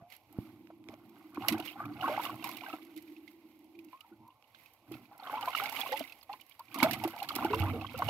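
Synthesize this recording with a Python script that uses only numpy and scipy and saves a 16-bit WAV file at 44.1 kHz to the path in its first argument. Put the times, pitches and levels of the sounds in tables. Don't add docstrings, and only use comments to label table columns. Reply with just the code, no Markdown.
import sys
import numpy as np
from scipy import signal
from scipy.fft import rfft, irfft, next_fast_len
from scipy.io import wavfile

SR = 44100
rng = np.random.default_rng(int(sys.argv[2]) if len(sys.argv) > 2 else 0)


def file_out(sig):
    cols = np.atleast_2d(sig).T
    lim = np.clip(cols, -1, 1)
    pcm = np.round(lim * 32767).astype(np.int16)
    wavfile.write(sys.argv[1], SR, pcm)


def magnitude_from_level(level_db):
    exponent = np.asarray(level_db, float) / 20
    return 10 ** exponent


N = 356769

# (peak time [s], slosh level [dB], flung water level [dB], fade by 10 dB [s])
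SURGES = [(0.0, -62.5, -101, 0.11), (0.125, -66, -60, 0.045), (0.4, -59, -67.5, 0.23),
          (0.91, -58, -72, 0.076), (1.15, -62.5, -71.5, 0.64), (1.43, -43.5, -60, 0.13),
          (1.51, -41, -53.5, 0.1), (1.66, -73, -50, 0.056), (1.81, -45, -65.5, 0.078),
          (2.09, -38, -49.5, 0.18), (2.24, -43.5, -46, 0.05), (2.47, -50.5, -51.5, 0.13),
          (2.65, -50.5, -56, 0.15), (2.99, -75, -67.5, 0.24), (3.3, -71, -73, 0.95),
          (3.91, -71.5, -70, 0.12), (4.2, -70, -99, 0.67), (4.59, -84.5, -66, 0.17),
          (4.93, -52.5, -61.5, 0.089), (5.33, -42.5, -56, 0.24), (5.58, -43.5, -44, 0.16),
          (5.78, -45.5, -46, 0.17), (5.98, -52, -48.5, 0.062), (6.32, -61, -63, 0.079),
          (6.5, -74, -69.5, 0.48), (6.83, -33.5, -41, 0.098), (7.05, -52.5, -59, 0.55),
          (7.38, -41.5, -52.5, 0.25), (7.6, -37, -47.5, 0.14), (8.08, -44.5, -51.5, 0.4)]
# (time [s], peak level [dB], pitch
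# [Hz], length [s])
BUBBLES = [(1.419, -37, 757, 0.035), (1.489, -33.5, 634, .0076), (2.041, -22, 1060, 0.016),
           (2.079, -20, 865, 0.0085), (2.098, -21.5, 590, 0.0064), (2.113, -26.5, 592, 0.027),
           (2.178, -22.5, 816, 0.0054), (2.197, -24.5, 930, .0076), (2.262, -29, 1050, 0.0062),
           (2.663, -37.5, 1510, 0.012), (5.298, -26, 1060, 0.0031), (5.325, -31, 829, 0.068),
           (5.374, -31, 972, .02), (5.43, -29, 787, 0.01), (5.4762, -20.5, 990, 0.011),
           (5.551, -22, 1266, 0.002), (5.601, -22, 1230, .0015), (5.802, -38, 880, 0.0033),
           (5.924, -28, 812, 0.027), (6.008, -27.5, 630, .0056), (6.827, -21, 1420, 0.0039),
           (6.8285, -14.5, 946, 0.002), (6.844, -18, 617, 0.025), (7.049, -22, 788, 0.00245),
           (7.307, -28, 1200, .0038), (7.39, -27.5, 870, 0.0028), (7.426, -28.5, 1006, 0.0037),
           (7.535, -16, 965, 0.0048), (8.089, -17, 725, 0.00134), (8.0228, -16, 1085, 0.0026),
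           (0.01, -50, 666, 0.081), (0.704, -41, 654, 0.0024), (0.936, -40.5, 603, 0.0049),
         (1.374, -32, 1030, 0.0034), (1.594, -33.5, 697, 0.013), (1.759, -37, 777, 0.0094),
         (1.792, -36, 1127, 0.033), (1.812, -39, 1213, 0.029), (2.024, -31, 725, 0.016),
         (2.296, -30, 1080, 0.0063), (2.445, -42, 918, 0.052), (2.729, -38.5, 1255, .017),
         (2.739, -34, 727, 0.0072), (3.93, -41, 993, 0.025), (4.046, -48, 900, 0.0067),
         (4.124, -62, 1400, 0.012), (7.734, -33, 452, 0.035), (5.615, -31.5, 773, 0.042),
         (5.918, -29.5, 503, 0.03), (6.294, -32, 774, 0.0266), (6.337, -36.5, 1000, 0.0084),
         (6.594, -38, 900, 0.012), (6.758, -32.5, 1110, 0.0057), (7.076, -30, 690, 0.0022),
         (7.221, -28.5, 780, 0.01), (7.503, -26, 408, 0.055), (7.847, -29, 1070, 0.0038),
         (1.956, -45.5, 778, 0.025), (7.996, -27, 696, 0.014)]
# (frequency [Hz], gain [dB])
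BUBBLE_AIR = [(430, 2), (570, 1), (770, 2.5), (900, -0.5), (1120, 1), (1400, 0.5), (1750, 5)]
# (time [s], peak level [dB], pitch [Hz])
PLOPS = [(1.578, -42.5, 714), (1.627, -41, 736), (1.826, -33, 1400), (1.838, -38, 1580), (1.852, -33, 1160),
         (2.03, -28, 1350), (2.058, -26, 1400), (2.07, -26, 1200), (2.007, -30.5, 760), (2.248, -38, 707),
         (2.331, -38, 686), (2.37, -42, 764), (2.426, -40, 678), (2.461, -30, 774), (2.4415, -31, 1050),
         (2.492, -34, 1000), (2.637, -34, 970), (2.701, -37, 1260), (5.114, -43, 778), (5.31, -31, 800),
         (5.198, -40, 840), (5.225, -37, 760), (5.27, -34, 1100), (5.533, -31, 1360), (5.58, -34, 1026),
         (5.659, -26, 687), (5.724, -31, 851), (5.789, -30, 970), (5.833, -27, 788), (5.862, -28.5, 1040),
         (5.892, -34, 530), (5.935, -20.5, 802), (6.605, -36, 1010), (6.229, -52, 1100),
         (6.745, -29.5, 1104), (6.784, -29, 950), (6.897, -28, 728), (6.933, -31, 703), (6.974, -38, 730),
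         (7.014, -30.5, 874), (7.038, -26, 784), (7.136, -36, 787), (7.164, -37, 890), (7.247, -40, 875),
         (7.29, -31, 1300), (7.361, -42, 780), (7.45, -18.5, 823), (7.606, -28, 800), (7.634, -26, 1250),
         (7.76, -31, 470), (7.798, -38, 735), (7.82, -30.5, 732), (7.944, -34.5, 500), (7.951, -34.5, 1300),
         (7.987, -35, 785)]
# (time [s], peak level [dB], pitch [Hz])
DROPS = [(0.122, -51, 2050), (2.572, -46.5, 2800), (1.358, -49, 2350), (1.485, -27.5, 2770),
         (1.6, -38, 2780), (6.33, -46.5, 2650), (2.011, -38.5, 2870), (2.442, -39.5, 2730),
         (2.609, -42, 2380), (3.08, -56, 2330), (3.165, -53, 2530), (7.289, -36, 4350), (7.229, -42, 4100),
         (4.305, -64, 2800), (4.66, -53.5, 2470), (7.245, -42, 1610), (7.318, -42.5, 3180),
         (2.585, -45, 2300), (2.635, -49, 2820), (1.625, -46, 2900), (1.675, -42, 2260), (5.2, -53, 4250),
         (5.235, -50.5, 3600), (4.94, -48, 2530), (5.055, -56.5, 2450), (3.278, -48, 2060),
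         (3.79, -50.5, 2410), (4.008, -48, 2840), (4.547, -49, 1560), (6.213, -56, 4800),
         (6.229, -55, 4250), (6.33, -50, 4200), (6.512, -55, 2300), (6.597, -55, 4450), (6.078, -48, 2100),
         (5.551, -32, 2800), (5.658, -31, 2170), (5.814, -30, 3330), (5.928, -31.5, 1870),
         (6.415, -50, 2900), (6.52, -55, 3100), (6.098, -49, 2580), (6.123, -44, 2520), (6.4, -53.5, 2300),
         (6.802, -29.5, 2130), (6.83, -20.5, 2200), (5.92, -34, 1670), (6.932, -36, 2790),
         (7.039, -38.5, 2720), (7.29, -36, 3050), (7.353, -40, 3300), (7.597, -38.5, 2200),
         (8.086, -29.5, 2850)]
# (time [s], peak level [dB], pitch [Hz])
MORE_DROPS = [(1.422, -34, 2740), (1.5244, -30, 1880), (1.6606, -44, 2230), (1.8543, -36.5, 2360),
              (1.937, -47, 4450), (2.1375, -34, 2040), (2.165, -29.5, 2040), (2.426, -33.5, 2640),
              (2.4912, -45, 2030), (2.6934, -33.5, 2530), (2.7295, -35, 2730), (2.822, -43, 2220),
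              (3.7524, -49, 2350), (3.886, -52, 2650), (3.9115, -55, 2380), (3.931, -48, 2240),
              (3.9744, -52, 2520), (4.4418, -52.5, 2820), (5.272, -35.5, 3100), (5.3554, -31.5, 2200),
              (5.4277, -28, 2910), (5.4826, -29, 2300), (5.534, -34, 2940), (5.596, -26, 2230),
              (5.568, -27, 2800), (5.585, -28, 2800), (5.6895, -28, 2150), (5.79, -29, 2820),
              (5.9668, -28.5, 1980), (5.994, -39.5, 2520), (6.683, -44, 2340), (6.7148, -41.5, 2420),
              (6.8977, -38, 2650), (6.91, -21.5, 1740), (6.9995, -32.5, 2160), (7.1796, -35, 2230),
              (7.202, -29, 2730), (7.425, -35, 2200), (7.446, -30.5, 2780), (7.5163, -35, 2120),
              (7.5313, -27, 2670), (7.5448, -24, 2680), (7.618, -26, 2640), (7.799, -41, 2750),
              (7.8125, -30.5, 2564), (7.867, -31.5, 3120), (7.896, -36, 2550), (7.9587, -38, 2680)]
# (frequency [Hz], gain [dB])
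DROP_AIR = [(1800, 0), (2200, 5), (2450, 1.5), (2800, 6.5), (3400, -1), (4500, 2.5)]
# (time [s], peak level [dB])
SPLATS = [(0.1233, -51), (1.483, -22), (1.523, -36.5), (1.5814, -45), (1.6522, -45), (2.251, -40),
          (2.4415, -34.5), (2.49, -41), (2.568, -46), (2.963, -49), (2.975, -49), (1.345, -52), (0.1, -54),
          (0.148, -56), (4.918, -49), (5.4097, -42), (5.5747, -36.5), (5.6361, -34.5), (5.723, -40),
          (5.805, -35), (5.97, -40), (6.743, -36), (6.786, -37), (6.8285, -22), (6.91, -30), (6.932, -30.5),
          (7.0373, -34.5), (7.0762, -40), (7.228, -38.5), (7.287, -37.5), (7.352, -33), (7.4464, -37.5),
          (7.5974, -38), (7.976, -41)]
# (time [s], peak level [dB])
FLICKS = [(1.484, -19), (1.5988, -35), (2.0787, -41), (2.513, -36.5), (2.5696, -40), (2.849, -47),
          (5.457, -36), (5.5498, -43), (5.562, -33), (5.6955, -29.5), (5.9204, -32.5), (6.8937, -43),
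          (7.105, -39), (7.1626, -39.5), (7.1876, -37), (7.3599, -21.5), (7.5445, -34), (7.5817, -44),
          (7.989, -30), (8.0431, -44)]
# (time [s], peak level [dB])
FLECKS = [(0.164, -50), (0.3257, -52.5), (1.0934, -57), (1.854, -51), (2.0088, -51), (3.023, -50),
          (3.12, -60), (3.59, -60), (3.642, -59), (3.789, -57), (3.277, -56), (3.8457, -53.5),
          (4.006, -51.5), (4.277, -58), (4.6105, -61), (4.659, -55), (4.735, -55), (5.178, -51),
          (5.993, -34.5), (6.095, -52), (6.121, -49), (6.187, -57), (6.2297, -51), (7.098, -46),
          (7.325, -46), (7.556, -42), (7.637, -42), (2.356, -50), (6.41, -46), (6.464, -55), (6.4945, -50),
          (6.593, -44)]
# (frequency [Hz], density [dB per Hz])
SPRAY_SPECTRUM = [(1600, 4), (2060, 8.5), (3500, -1.5), (4200, -0.5), (6320, -11), (8140, -11), (9820, -10),
                  (12600, 3.5), (14100, -7), (15600, -4.5), (16100, -29), (16500, -47.5)]
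# (time [s], peak level [dB])
SNAPS = [(0.672, -46), (0.841, -46), (0.8872, -31.5), (0.8964, -43), (0.9407, -39), (1.1583, -51),
         (4.4253, -46)]
# (time [s], pitch [Hz], level [dB])
SQUEAK = [(3.93, 1050, -81), (3.99, 1200, -74), (4.045, 1270, -64), (4.07, 800, -68), (4.17, 820, -73.5),
          (4.25, 930, -61), (4.31, 1020, -63), (4.36, 1080, -74), (4.45, 1080, -78)]
# (time [s], peak level [dB], pitch [Hz], decay by 60 dB as if at 300 Hz [s],
# longer for deeper pitches)
THUDS = [(0.015, -43, 147, 0.0057), (0.38, -20, 200, 0.0084), (0.886, -37, 298, 0.017),
         (1.372, -32.5, 299.4, 0.043), (1.507, -36, 224, 0.13), (1.595, -35, 310, 0.029),
         (1.846, -45.5, 295, 0.34), (2.728, -40, 310, 0.089), (4.907, -38.5, 326, 0.065),
         (6.001, -41.5, 272, 0.086), (6.753, -39.5, 288, 0.073), (6.822, -22.5, 260.5, 0.055),
         (7.045, -29, 330, 0.095), (7.357, -33, 302, 0.043), (7.441, -27, 330, 0.057),
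         (7.594, -30, 94.8, 0.24), (7.959, -45, 86, 0.081)]
# (peak time [s], wall level [dB], air level [dB], fade by 10 dB [s])
SHOVES = [(0.0, -63, -73, 0.045), (0.41, -63, -56.5, 0.15), (0.93, -73, -75, 0.55),
          (1.4, -56.5, -49, 0.075), (1.53, -51, -42.5, 0.055), (1.89, -52, -72, 0.15),
          (2.08, -60.5, -50, 0.075), (2.35, -59, -66, 0.13), (2.97, -79, -51, 0.056),
          (3.79, -84, -50.5, 0.055), (4.125, -72.5, -54, 0.032), (4.21, -65.5, -62.5, 0.048),
          (4.58, -83, -71, 0.052), (4.94, -62.5, -55, 0.11), (5.44, -74.5, -87, 0.36),
          (5.99, -80, -60, 0.057), (6.32, -98, -69, 0.076), (6.79, -59, -53, 0.04),
          (6.86, -43, -41.5, 0.11), (7.42, -55, -44, 0.18), (7.63, -43, -46.5, .2),
          (8.04, -43.5, -70, 0.22)]
# (time [s], level [dB])
RUB = [
    (0.24, -109),
    (0.32, -62.5),
    (2.5, -56.5),
    (3.88, -62.5),
    (3.98, -107),
]
# (time [s], frequency [Hz])
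WALL_MODE = [
    (0, 116.8),
    (7.3, 116),
    (7.56, 91.3),
    (8.09, 102.8),
]
# (frequency [Hz], width [Hz])
AIR_MODES = [(237.4, 45), (316.7, 21.2), (272, 22)]
# (frequency [Hz], density [dB per Hz])
YARD_SPECTRUM = [(18, -54), (30, 4), (95, 16), (179, -38), (303, -41), (404, 1), (889, 11), (1540, -35),
                 (2290, -4.5), (2830, -10.5), (8300, -26.5), (12600, -14), (16000, -45.5)]
# (frequency [Hz], gain [dB])
SHADE = [(60, -3.3), (700, -2.2), (1250, 0.3), (1650, 1.5), (1950, -2), (2900, -4), (3700, -16),
         (4300, -3.5), (5700, 0), (7700, -12), (9500, 2), (12500, -5.5), (16000, 3.5)]


def add_db(*levels):
    return 10 * np.log10(sum(magnitude_from_level(db) ** 2 for db in levels))


def rms_one(x):
    return x / np.sqrt(np.mean(x ** 2) + 1e-20)


def in_time(rows):
    s, *columns = np.transpose(rows)
    return [np.interp(np.arange(N) / SR, s, c) for c in columns]


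def swells(rows):
    rise_share, still_db = 0.45, -88.5
    s, *levels, fade = np.transpose(rows)[:, :, None]
    t = np.arange(0, N, 64) / SR
    since_peak = np.where(t > s, t - s, (s - t) / rise_share)
    down_db = -10 * since_peak / fade
    return [np.interp(np.arange(N) / SR, t, add_db(still_db, *(db + down_db))) for db in levels]


def slow(rate, size=8):
    r = np.exp(-2 * np.pi * rate * size / SR)
    noise = rng.standard_normal((N + SR) // size + 2)
    sparse = signal.lfilter([1], [1, -2 * r, r * r], noise)[SR // size:]
    return np.interp(np.arange(N) / size, np.arange(len(sparse)), rms_one(sparse))


def colour(x, points, size=1024):
    hz, level_db = np.transpose(points)
    grid = np.maximum(np.arange(size // 2 + 1) * SR / size, 1)
    cepstrum = irfft(np.log(magnitude_from_level(np.interp(np.log(grid), np.log(hz), level_db))))
    cepstrum[1:size // 2] *= 2
    cepstrum[size // 2 + 1:] = 0
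    return signal.fftconvolve(x, irfft(np.exp(rfft(cepstrum))))[:N]


def rings(s, level_db, hz, t60, rise, attack_s, size=4096):
    t = np.arange(size) / SR
    settings = (s, level_db, hz, t60, rise, attack_s)
    s, level_db, hz, t60, rise, attack_s = (np.reshape(v, (-1, 1)) for v in settings)
    t60 = np.clip(t60, .003, .6)
    glide = 2 ** (rise * np.minimum(t / t60 * 5, 1.4))
    phase = 2 * np.pi / SR * np.cumsum(hz * glide, axis=1)
    envelope = magnitude_from_level(level_db - 60 * t / t60) * (1 - np.exp(-t / attack_s))
    tones = envelope * np.sin(phase)
    at = (s * SR).astype(int) + np.arange(size)
    return np.bincount(at.ravel(), tones.ravel(), N + size)[:N]


def swarm(count, low_hz, high_hz, cycles, spread_db, size):
    s, pitch, big, life, rise = rng.random((count, 5)).T
    hz = low_hz * (high_hz / low_hz) ** pitch
    level_db = -spread_db * np.log(np.maximum(big, .12))
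    t60 = cycles * (.5 + life) / hz
    return rms_one(rings(s * N / SR, level_db, hz, t60, 0.193 * rise, 0.13 / hz, size=size))


def puffs(s, level_db, t60, low_hz, high_hz):
    envelope, t = np.zeros(N + 4096), np.arange(4096) / SR
    lives = np.clip(t60, .004, .15) + 0 * s
    for start, gain, life in zip((s * SR).astype(int), magnitude_from_level(level_db), lives):
        envelope[start:start + 4096] += gain * magnitude_from_level(-60 * t / life) * (1 - np.exp(-t / life * 18))
    band = signal.butter(2, [low_hz, high_hz], "band", fs=SR, output="sos")
    return signal.sosfilt(band, envelope[:N] * rng.standard_normal(N) + 1e-18)


def wash(order, low_hz, high_hz):
    band = signal.butter(order, [low_hz, high_hz], "band", fs=SR, output="sos")
    return rms_one(signal.sosfilt(band, rng.standard_normal(N)))


def hum(level_db, hz, width_hz, rough_db):
    phase = 2 * np.pi * np.cumsum(hz) / SR
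    band = slow(width_hz) * np.cos(phase) + slow(width_hz) * np.sin(phase)
    return magnitude_from_level(level_db + rough_db * slow(10.7)) * band


def gurgle(slosh_db):
    busy = np.clip((slosh_db + 76) / 20, .3, 1)
    small = swarm(count=2000, low_hz=640, high_hz=1480, cycles=46.0, spread_db=2.0, size=1536)
    bed = busy * small + .25 * wash(4, 480, 1270)
    bed_gain = magnitude_from_level(slosh_db - 1.8 + 2.5 * slow(14.0))

    s, peak_db, hz, length = np.transpose(np.array(BUBBLES))
    born = s - .0015
    rise = np.minimum(0.03 + 2.5 * length, 0.11)
    large = rings(born, peak_db + 3.0, hz, 4.17 * length + 0.0094, rise, 0.00014 + 0.18 * length, size=8192)
    apart, late = rng.random((len(s), 2)).T
    twin_hz = hz * (1.1 + .25 * apart)
    large += rings(s + late * length, peak_db - 11, twin_hz, 1.2 * length + .016, .1, .00086, size=2048)
    large *= 1 + .25 * slow(90.0)
    slap = puffs(born, peak_db + 3.0, 1.1 * length + 0.045, 500.0, 1250.0)
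    return bed_gain * colour(bed, BUBBLE_AIR) + large + slap


def plops():
    s, peak_db, hz = np.transpose(PLOPS)
    tones = rings(s - .001, peak_db - 2, hz, 44 / hz, .07, .0012, size=2048)
    return tones * (1 + .5 * slow(120.0))


def patter(flung_db):
    busy = np.clip((flung_db + 78) / 20, .3, 1)
    grains = swarm(count=2800, low_hz=1950, high_hz=3700, cycles=70.0, spread_db=1.6, size=768)
    grains *= 1 + .35 * slow(150.0)
    bed = busy * grains + .2 * wash(3, 2000, 4200)
    bed_gain = magnitude_from_level(flung_db - 6.5 + 2.5 * slow(18.0))

    more_drops = np.array(MORE_DROPS) + [0, -10, 0]
    s, peak_db, hz = np.transpose(np.vstack([DROPS, more_drops]))
    clear = rings(s - .001, peak_db + 4, hz, .02, .04, .0008, size=1536)
    tick = puffs(s - .001, peak_db + 2.5, 0.04, 2200.0, 4200.0)
    return bed_gain * colour(bed, DROP_AIR) + clear + tick


def spray(flung_db):
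    level_db = -58 + 0.91 * (flung_db + 53.0)
    busy = np.clip((level_db + 78) / 15, .3, 1)
    struck = rng.random(N) < 70 * busy / SR
    ticks = struck * magnitude_from_level(4.0 * np.minimum(rng.exponential(1, N), 2))
    flicker = 1 + 0.74 * signal.lfilter([1], [1, -np.exp(-1 / (0.0017 * SR))], ticks)
    hiss = magnitude_from_level(level_db + 3.0 + 2.2 * slow(14.0)) * flicker * rng.standard_normal(N)

    s, peak_db = np.transpose(SPLATS)
    mist = puffs(s, peak_db - 0.5, 0.07, 1600.0, 10800.0)
    flicks = np.array(FLICKS) + [0, -7]
    s, peak_db = np.transpose(np.vstack([SPLATS, flicks]))
    crack = puffs(s, peak_db + 7.5, 0.017, 3800.0, 16500.0)
    s, peak_db = np.transpose(FLECKS)
    flecks = puffs(s, peak_db + 5.0, 0.02, 5100.0, 19000.0)
    return colour(hiss + crack + mist + flecks, SPRAY_SPECTRUM)


def bucket(slosh_db):
    wall_db, upper_db = swells(SHOVES)
    upper_db = add_db(upper_db, *in_time(RUB))
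    lowest_db = (wall_db + upper_db) / 2 - 0.5
    middle_db = slosh_db - 18
    wall = hum(wall_db + 6.0, in_time(WALL_MODE)[0], 22.0, 3.5)
    air = np.zeros(N)
    for db, (hz, width_hz) in zip((lowest_db, upper_db, middle_db), AIR_MODES):
        air += hum(db + 4.5, np.full(N, hz), width_hz, 1.8)

    s, peak_db, hz, t60 = np.transpose(THUDS)
    s = s + 0.00638
    thuds = rings(s, peak_db + 8.5, hz, t60 * 300 / hz, 0, 0.0011, size=16384)
    wall_hz = np.interp(s, *np.transpose(WALL_MODE))
    thuds += rings(s, peak_db - 10.5, wall_hz, 0.064, 0, 0.0016, size=8192)
    return wall + air + thuds


def snaps():
    s, peak_db = np.transpose(SNAPS)
    return puffs(s - .0005, peak_db + 6.5, 0.0056, 480.0, 2670.0)


def squeak():
    hz, level_db = in_time(SQUEAK)
    return hum(level_db, hz, 75.0, 1.5)


def yard():
    air = rms_one(colour(rng.standard_normal(N), YARD_SPECTRUM, size=4096))
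    return magnitude_from_level(-71 + 2.0 * slow(0.95)) * air


def wall_echo(x):
    echo = np.zeros(200)
    echo[[0, 143]] = 1, -magnitude_from_level(-28.5)
    return signal.fftconvolve(x, echo)[:N]


def wander(x, radians):
    analytic = signal.hilbert(x, next_fast_len(N))[:N]
    return np.real(analytic * np.exp(1j * radians * slow(45.0)))


def ports(x):
    alike = signal.butter(2, 2100, fs=SR, output="sos")
    low = signal.sosfiltfilt(alike, x)
    turned = wander(low, .3) + wander(x - low, 1.7)
    turn_hz, turn_width_hz = 2000, 400
    r = np.exp(-np.pi * turn_width_hz / SR)
    poles = [1, -2 * r * np.cos(2 * np.pi * turn_hz / SR), r * r]
    left = colour(signal.lfilter(poles[::-1], poles, turned), SHADE)
    late = np.pad(x, (2, 0))
    right = colour(late, [(1050, 0), (1550, 0), (2050, 8.4)])
    return np.array([left, right])


def scene():
    slosh_db, flung_db = swells(SURGES)
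    water = gurgle(slosh_db) + patter(flung_db) + spray(flung_db) + snaps()
    return ports(wall_echo(water) + plops() + bucket(slosh_db) + squeak() + yard())


def roll_off(x):
    return signal.sosfilt(signal.butter(12, 16860, fs=SR, output="sos"), x)


def record(dry):
    dry = signal.sosfilt(signal.butter(2, 90, "high", fs=SR, output="sos"), dry)
    dry = signal.sosfilt(signal.cheby2(8, 40, 16900, fs=SR, output="sos"), dry)
    return roll_off(dry)


dry = scene()
out = record(dry)
file_out(out)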